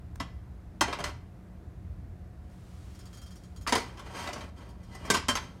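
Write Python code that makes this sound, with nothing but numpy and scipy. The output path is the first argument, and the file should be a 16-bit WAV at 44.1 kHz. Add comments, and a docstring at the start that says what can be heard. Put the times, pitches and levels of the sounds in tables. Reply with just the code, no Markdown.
"""A steel frying pan is set down, nudged and slid on the coil of an electric stove, close to a phone.
Each knock is a blow and a burst of tiny bounces that ring the pan and the thin drip tray; sliding
drives both with gritty friction. The loose coil ticks faintly on its support and a sleeve rustles.
Behind them a small kitchen hums, and its walls return a short tail to the microphone."""
import sys
import numpy as np
from scipy import signal
from scipy.fft import rfft, irfft, next_fast_len
from scipy.io import wavfile
from scipy.ndimage import uniform_filter1d, map_coordinates

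SR = 44100
rng = np.random.default_rng(int(sys.argv[2]) if len(sys.argv) > 2 else 0)


def dump(signal):
    """Clip the signal to [-1, 1] and save it as 16-bit WAV at the path in sys.argv[1]."""
    limited = np.clip(np.atleast_2d(signal).T, -1, 1)
    pcm = np.round(limited * 32767).astype(np.int16)
    wavfile.write(sys.argv[1], SR, pcm)


N = 246959

# The pan's clear modes. Each row: pitch in Hz, width in Hz, relative level in dB.
PAN_MODES = [(260, 35, -6), (293, 30, -7), (584, 22, -5), (707, 25, -5), (952, 28, 0), (1030, 30, -2),
             (1092, 28, 0), (1172, 30, -3), (1318, 30, -6), (1421, 25, -8), (1557, 25, -6), (1690, 30, -8),
             (2004, 15, 0), (2270, 30, -12), (2405, 30, -9), (2700, 30, -11), (2908, 30, -9),
             (3135, 15, -3), (3180, 45, -7), (3540, 30, -14), (3815, 40, -13), (4120, 35, -14),
             (4305, 35, -14), (4655, 35, -9), (4905, 45, -12), (5190, 45, -10), (5480, 40, -14),
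             (6075, 30, -12), (6368, 28, -11), (7030, 45, -14)]
# The drip tray under the coil. Each row: pitch in Hz, width in Hz, relative level in dB.
TRAY_MODES = [(3140, 27, 0), (3360, 18, -12), (3600, 48, -12), (3810, 48, -10), (4120, 87, -11),
              (4610, 53, -4), (4910, 32, -8), (5290, 35, -8), (5670, 33, -17), (5850, 84, -16),
              (6370, 79, -11), (6990, 69, -13), (7210, 27, -19), (7520, 52, -16), (8350, 53, -11),
              (8770, 36, -15), (8940, 87, -16), (10200, 74, -21), (10400, 42, -21), (11900, 60, -19),
              (12700, 120, -24), (13500, 47, -24)]
# Modes too dense to count. Each row: frequency in Hz, relative level in dB.
CLATTER_SPECTRUM = [(59, -15), (100, -4), (272, -6.5), (383, -10), (709, -12), (756, -7), (1060, -4.5),
                    (1730, -11.5), (2010, -9), (2550, -15), (3150, -13.5), (3360, -17.5), (5250, -14.5),
                    (9740, -20), (16200, -37.5)]
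# How that clatter dies. Each row: frequency in Hz, seconds to fall 60 dB.
CLATTER_DECAY = [(150, 0.26), (1000, 0.14), (4000, 0.13), (14000, 0.058)]
# The pan meets the coil, close to the microphone. Each row: start in seconds, peak in dB, bass lift
# in dB, treble lift in dB, chatter length in seconds, clanging pitch in Hz, its boost in dB.
PAN_KNOCKS = [(0.2001, -22.5, 6.5, -5, 0.019, 5190, 10), (0.8092, -11, 3, -1, 0.022, 3170, 9.5),
              (0.8794, -24, 10, -9, 0.013, 1092, 6), (0.927, -22, 0, -7.5, 0.019, 1092, 2),
              (0.987, -28.5, 8.5, -4.5, 0.049, 1092, 6), (1.002, -28, 7.5, -4, 0.02, 952, -7),
              (1.0397, -21.5, -4, 0.5, 0.016, 2004, 8.5), (1.093, -37, 3, -5, 0.027, 5480, 15),
              (3.6661, -24, -6, -16, 0.065, 1172, 23), (3.6736, -22, -5, 1, 0.046, 4655, 12.5),
              (3.6903, -28, 7, 6, 0.044, 2004, 11), (3.723, -12, 2, -4, 0.053, 952, 7),
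              (3.752, -16, 2, -1.5, 0.048, 2004, 9.5), (3.7775, -25, 8, 2.5, 0.015, 2004, 8),
              (3.972, -41.5, -5, -3, .056, 1092, -3), (3.993, -35.5, -12, -2, 0.026, 1092, 8),
              (4.273, -28.5, 0, -4, .021, 3815, 16), (4.288, -28, 5, -8, 0.05, 707, 17),
              (4.3303, -29.5, 6, 3.5, 0.027, 2908, 17), (4.359, -31, 12, -8, .036, 1092, 11),
              (4.4065, -34.5, 7.5, -3.5, 0.063, 3815, 12), (4.949, -36.5, 9, 3.5, 0.016, 2004, 22),
              (5.048, -32.5, 12, -11, .02, 1092, 18), (5.1015, -10.5, -1, 3.5, 0.011, 1557, 8),
              (5.1375, -21, -1, -0.5, .032, 3135, 10.5), (5.1446, -16.5, -1, -2, 0.054, 1030, 11),
              (5.168, -22.5, -15, -1, .053, 5190, 12), (5.284, -13.5, -2, 1, 0.08, 3150, 15),
              (5.353, -20, -2, -0.5, 0.045, 6368, 10), (5.37, -25, -8, -3, 0.011, 1092, -11)]


def pan_knocks():
    """Each knock rings the pan's clear modes and the tray over a clatter of dense modes."""
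    out, size = np.zeros(N + SR), SR // 3
    for start, db, bass_db, treble_db, length, clang_hz, boost_db in PAN_KNOCKS:
        blow_db = -4 + 0.16 * (db + 24.5)  # harder knocks start sharper
        force = chatter(length, blow_db, size)
        sharp_force = chatter(length, blow_db + 6, size)  # clear modes answer mostly to the first blow
        pan_response = resonances(PAN_MODES, scatter_db=1.5, clang_hz=clang_hz, boost_db=boost_db)
        pan = unit(filtered(sharp_force, pan_response))
        tray = unit(filtered(force, resonances(TRAY_MODES, scatter_db=4)))
        dense_ring = dying_noise(CLATTER_DECAY, CLATTER_SPECTRUM, size)
        clatter = unit(signal.fftconvolve(force, dense_ring)[:size])
        knock = amp(-1) * pan + amp(-18.5) * tray + clatter
        add(out, start, contact_tone(knock, bass_db, treble_db), db)
    return out[:N]


def chatter(length, blow_db, size):
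    """Force of a contact: one sharp blow, then micro-bounces that fade 60 dB in length seconds."""
    t = np.arange(size) / SR
    envelope = (1 - np.exp(-t / 0.00079)) * amp(-60 * t / length)
    force = envelope * rng.standard_normal(size) ** 3
    force[8] = amp(blow_db) * np.linalg.norm(force)
    return force


def contact_tone(knock, bass_db, treble_db):
    """Soft contacts lift the bass, hard ones the treble."""
    body_db = 0.84 * bass_db
    lifts = [(300, bass_db), (420, body_db), (750, body_db), (950, 0), (3300, 0), (5500, treble_db)]
    return coloured(knock, lifts)


def resonances(modes, scatter_db=0, clang_hz=1000, boost_db=0):
    """Response of metal modes; the place of contact scatters their strengths and may favour one pitch."""
    hz, width, db = np.transpose(modes)[..., None]
    favoured = np.exp(-(np.log(hz / clang_hz) / 0.015) ** 2)  # about 1.5 % either side
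    db = db + scatter_db * rng.standard_normal(db.shape) + boost_db * favoured
    gain = (-1) ** np.arange(len(modes))[:, None] * amp(db)
    return lambda f: np.sum(gain * 1j * f * width / (hz * hz - f * f + 1j * f * width), axis=0)


# Steel rubbing on the rough coil. Each row: frequency in Hz, relative level in dB.
GRIT_SPECTRUM = [(88, -33), (150, -2.5), (250, 0), (416, -5), (692, -6), (748, -6), (3130, -17.5),
                 (3320, -22), (5110, -20), (12100, -33), (16200, -46.5)]
# The pan slides, just as close; one list a stroke. Each row: time in seconds, level in dB,
# brightness in dB, ring over the grit in dB.
SLIDE_STROKES = [
    [(0.84, -47, -23, -7), (0.92, -48.5, -15, 0), (1.02, -54.5, -21, -9), (1.06, -41, -11, -7),
     (1.2, -82, -8, -6)],
    [(3.8, -52, -2, -4), (3.96, -64, -8.5, -6), (4.0, -57.5, -11, -7), (4.11, -56, -10, -7),
     (4.18, -47.5, -6.5, -2), (4.24, -45.5, -8, -3), (4.3, -46.5, -12.5, -9), (4.4, -56, -9, -19),
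     (4.5, -61.5, -9, -6)],
    [(4.56, -70, -7, 2.5), (4.61, -61.5, -11.5, -2.5), (4.7, -68.5, -7.5, -0.5), (4.77, -79, -10, 2),
     (4.88, -72.5, -5, 4), (4.93, -62.5, -5, 0.5), (5.02, -60, -9, 0.5), (5.1, -49, -17, -3)],
    [(5.4, -61, -3, -6), (5.47, -66.5, -3, -6), (5.6, -74, -7, -1)],
]


def pan_slides():
    """Gritty friction drives pan and tray: a grinding bass, a ringing middle and a fizzing top."""
    force = rng.standard_normal(N)
    force = amp(2 * wobble(45)) * np.sign(force) * abs(force) ** 1.4  # sharpened into grains
    high = lambda f: 1 / (1 + (3800 / (f + 1)) ** 4)
    bass = lambda f: 1 / (1 + (f / 800) ** 4) / (1 + (180 / (f + 1)) ** 4)
    middle = lambda f: (1 - high(f)) / (1 + (800 / (f + 1)) ** 4)
    grit = coloured(force, GRIT_SPECTRUM)
    pan = filtered(force, resonances(PAN_MODES))
    tray = unit(filtered(force, resonances(TRAY_MODES)))
    grind = unit(unit(filtered(grit, bass)) + 0.42 * unit(filtered(pan, bass)))
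    ring = unit(filtered(pan, middle))
    body = unit(filtered(grit, middle))
    fizz = unit(filtered(grit, high))
    out = np.zeros(N)
    for stroke in SLIDE_STROKES:
        db, bright_db, ring_db = curves(stroke)
        treble = amp(bright_db) * (fizz + amp(ring_db + 4) * tray)  # the tray rings more freely
        grind_db = -53.5 + 0.53 * (db + 55)  # the bass grows more slowly than the rest
        sliding = db > -120
        out += amp(db) * (body + amp(ring_db) * ring + treble) + sliding * amp(grind_db) * grind
    return out


# The coil's thin, high modes. Each row: pitch in Hz, width in Hz, relative level in dB.
COIL_MODES = [(3200, 16, 3), (3560, 30, -12), (4110, 35, -10), (4270, 50, -11), (4630, 20, -1),
              (5190, 22, 0), (5290, 40, -6), (5670, 30, -4), (6010, 25, -11), (6470, 40, -7),
              (6740, 22, -2), (7010, 40, -7), (7500, 50, -13), (7840, 28, -12), (8190, 50, -14),
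              (9050, 50, -12), (9530, 30, -10), (9880, 28, -11), (10900, 80, -19), (11700, 90, -16),
              (13100, 35, -12), (14000, 25, -16)]
# One dry click before the first knock: start in seconds, peak in dB, length in seconds,
# ring over hiss in dB.
DRY_CLICK = (.1578, -41, .004, -22)
# The coil shivers on its support, faint even from close by. Each row: start in seconds, peak in dB.
COIL_TICKS = [(2.498, -64), (2.949, -51.5), (2.9915, -46.5), (3.056, -48), (3.1305, -47), (3.1484, -49),
              (3.172, -46), (3.217, -46), (3.262, -49), (3.308, -48.5), (3.357, -49.5), (3.436, -51),
              (3.5623, -46.5), (3.612, -48), (4.579, -56), (4.691, -54), (4.833, -54), (5.053, -42)]


def coil_ticks(shiver_s=0.024, shiver_ring_db=2.5):
    """Brief rubs with a sudden start excite the coil's modes and a broad hiss."""
    out, size = np.zeros(N + SR), SR // 4
    t = np.arange(size) / SR
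    hiss_spectrum = [(500, -16), (1300, 9), (2500, -4), (5000, -6.5),
                     (9500, -3.5), (11000, -21), (15000, -14)]  # Hz, dB
    shivers = [(start, db, shiver_s, shiver_ring_db) for start, db in COIL_TICKS]
    for start, db, length, ring_db in [DRY_CLICK, *shivers]:
        force = np.exp(-(t / length) ** 4) * rng.standard_normal(size)
        force[0] = 0.56 * np.linalg.norm(force)  # the first touch
        hiss = unit(coloured(force, hiss_spectrum))
        ring = unit(filtered(force, resonances(COIL_MODES, scatter_db=1.5)))
        add(out, start, amp(ring_db) * ring + hiss, db)
    return out[:N]


# Cloth on cloth. Each row: frequency in Hz, relative level in dB.
CLOTH_SPECTRUM = [(590, -21), (1000, 0.5), (1690, -6.5), (2060, -5.5), (2820, -5), (8550, -10),
                  (15000, -22), (16200, -20)]
# A sleeve moves by the stove. Each row: time in seconds, level in dB.
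SLEEVE_LEVELS = [(2.3, -100), (2.53, -68), (3.1, -64.5), (3.4, -69), (3.66, -75)]


def sleeve():
    """Cloth rubs in a soft, uneven rustle while the arm lifts."""
    return amp(curves(SLEEVE_LEVELS)[0] + 1.5 * wobble(8.9)) * noise(CLOTH_SPECTRUM)


# Appliance hum in the background. Each row: pitch in Hz, level in dB.
MAINS_TONES = [(120, -60.5), (180, -57.5), (720, -71.5)]
# The room's low rumble. Each row: frequency in Hz, relative level in dB.
RUMBLE_SPECTRUM = [(15, -45), (25, -21), (38, -9), (59, -1), (75, 0), (86, -1), (103, -9), (130, -11),
                   (138, -15), (146, -28), (160, -13), (210, -43), (350, -120)]
# The rumble swells and sinks. Each row: time in seconds, level in dB.
RUMBLE_SWELLS = [(0, -45.5), (.4, -42), (.8, -47), (1.14, -42.5), (1.5, -49.5), (1.87, -41.5), (2.4, -47.5),
                 (3.06, -46), (3.3, -48.5), (3.8, -44.5), (4.3, -49), (5.0, -46), (5.45, -43), (5.6, -52.5)]
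# The room's steady drone. Each row: frequency in Hz, relative level in dB.
DRONE_SPECTRUM = [(65, -24), (110, 0), (147, -12.5), (178, -2.5), (243, -13.5), (313, -12.5), (419, -19),
                  (446, -19), (495, -20.5), (721, -21), (768, -25), (1850, -32), (2930, -41),
                  (13700, -51.5), (16200, -59.5)]


def kitchen_hum():
    """Room tone behind the stove: slightly unsteady mains tones, a low rumble and a broad drone."""
    t = np.arange(N) / SR
    tones = np.zeros(N)
    for hz, db in MAINS_TONES:
        level = amp(db + 2.1 * wobble(5.2))
        tones += level * np.sin(2 * np.pi * hz * t + 1.3 * wobble(3.22))
    rumble = amp(curves(RUMBLE_SWELLS)[0]) * noise(RUMBLE_SPECTRUM)
    drone = amp(-52.5) * noise(DRONE_SPECTRUM)
    return rumble + drone + tones


# The small kitchen around the microphone. Each row: frequency in Hz, seconds to fall 60 dB.
KITCHEN_DECAY = [(200, 0.29), (1500, 0.44), (5000, 0.36), (14000, 0.16)]


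def kitchen_walls(x, delay_samples=260):
    """The walls answer about 6 ms late; each quarter second gets its own diffuse tail."""
    out, step = np.zeros(N + 2 * SR), SR // 4
    for k in range(0, N, step):
        tail = dying_noise(KITCHEN_DECAY, spectrum=[(100, -2.2), (12000, 1.7)], size=SR // 2)
        wet = signal.fftconvolve(x[k:k + step], tail)
        out[k + delay_samples:][:len(wet)] += wet
    return out[:N]


def amp(db):
    """Gain of a level in dB."""
    return 10 ** (np.asarray(db) / 20)


def unit(x):
    """x at rms 1."""
    return x / np.sqrt(np.mean(x ** 2) + 1e-20)


def along(points, hz):
    """(Hz, value) points read on a log axis."""
    f, values = np.transpose(points)
    return np.interp(np.log(hz + 1), np.log(f + 1), values)


def curves(rows):
    """One value per sample for each dB column; -120 dB outside the rows' times."""
    times, *columns = np.transpose(rows)
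    return [np.interp(np.arange(N) / SR, times, column, -120, -120) for column in columns]


def wobble(rate):
    """A smooth random curve, rate knots a second."""
    knots = rng.standard_normal(int(N * rate / SR) + 4)
    return map_coordinates(knots, [np.arange(N) * rate / SR])


def filtered(x, response):
    """x through a complex response of frequency."""
    size = next_fast_len(len(x) + 8192)
    return irfft(rfft(x, size) * response(np.fft.rfftfreq(size, 1 / SR)), size)[:len(x)]


def coloured(x, spectrum):
    """x shaped by (Hz, dB) points."""
    return filtered(x, lambda hz: amp(along(spectrum, hz)))


def noise(spectrum):
    """Coloured noise of rms 1."""
    return unit(coloured(rng.standard_normal(N), spectrum))


def dying_noise(t60, spectrum, size):
    """Noise of energy 1 whose frequencies each die at their own speed."""
    hz, t, bins = signal.stft(rng.standard_normal(size), SR, nperseg=128)
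    db = along(spectrum, hz)[:, None] - 60 * t / along(t60, hz)[:, None]
    tail = signal.istft(bins * amp(db), SR, nperseg=128)[1][:size]
    return tail / np.linalg.norm(tail)


def add(track, start, sound, db):
    """Place sound at start seconds; db is its peak, taken as root five times the loudest 4 ms rms."""
    peak = np.sqrt(5 * uniform_filter1d(sound ** 2, size=176).max())
    track[round(start * SR):][:len(sound)] += amp(db) * sound / peak


def scene():
    """The stove close up, with the walls' answer, the sleeve and the hum underneath; mono."""
    stove = pan_knocks() + coil_ticks() + pan_slides()
    return (stove + amp(-12) * kitchen_walls(stove) + sleeve() + kitchen_hum())[None]


def record(dry):
    """The phone by the stove drops the deepest bass and keeps nothing above its band limit."""
    bottom_hz, top_hz = 27, 16050
    thinned = filtered(dry[0], lambda hz: 1 / (1 + (bottom_hz / (hz + 1)) ** 6))
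    return filtered(thinned, lambda hz: 1 / (1 + (hz / top_hz) ** 150))[None]


dry = scene()
out = record(dry)
dump(out)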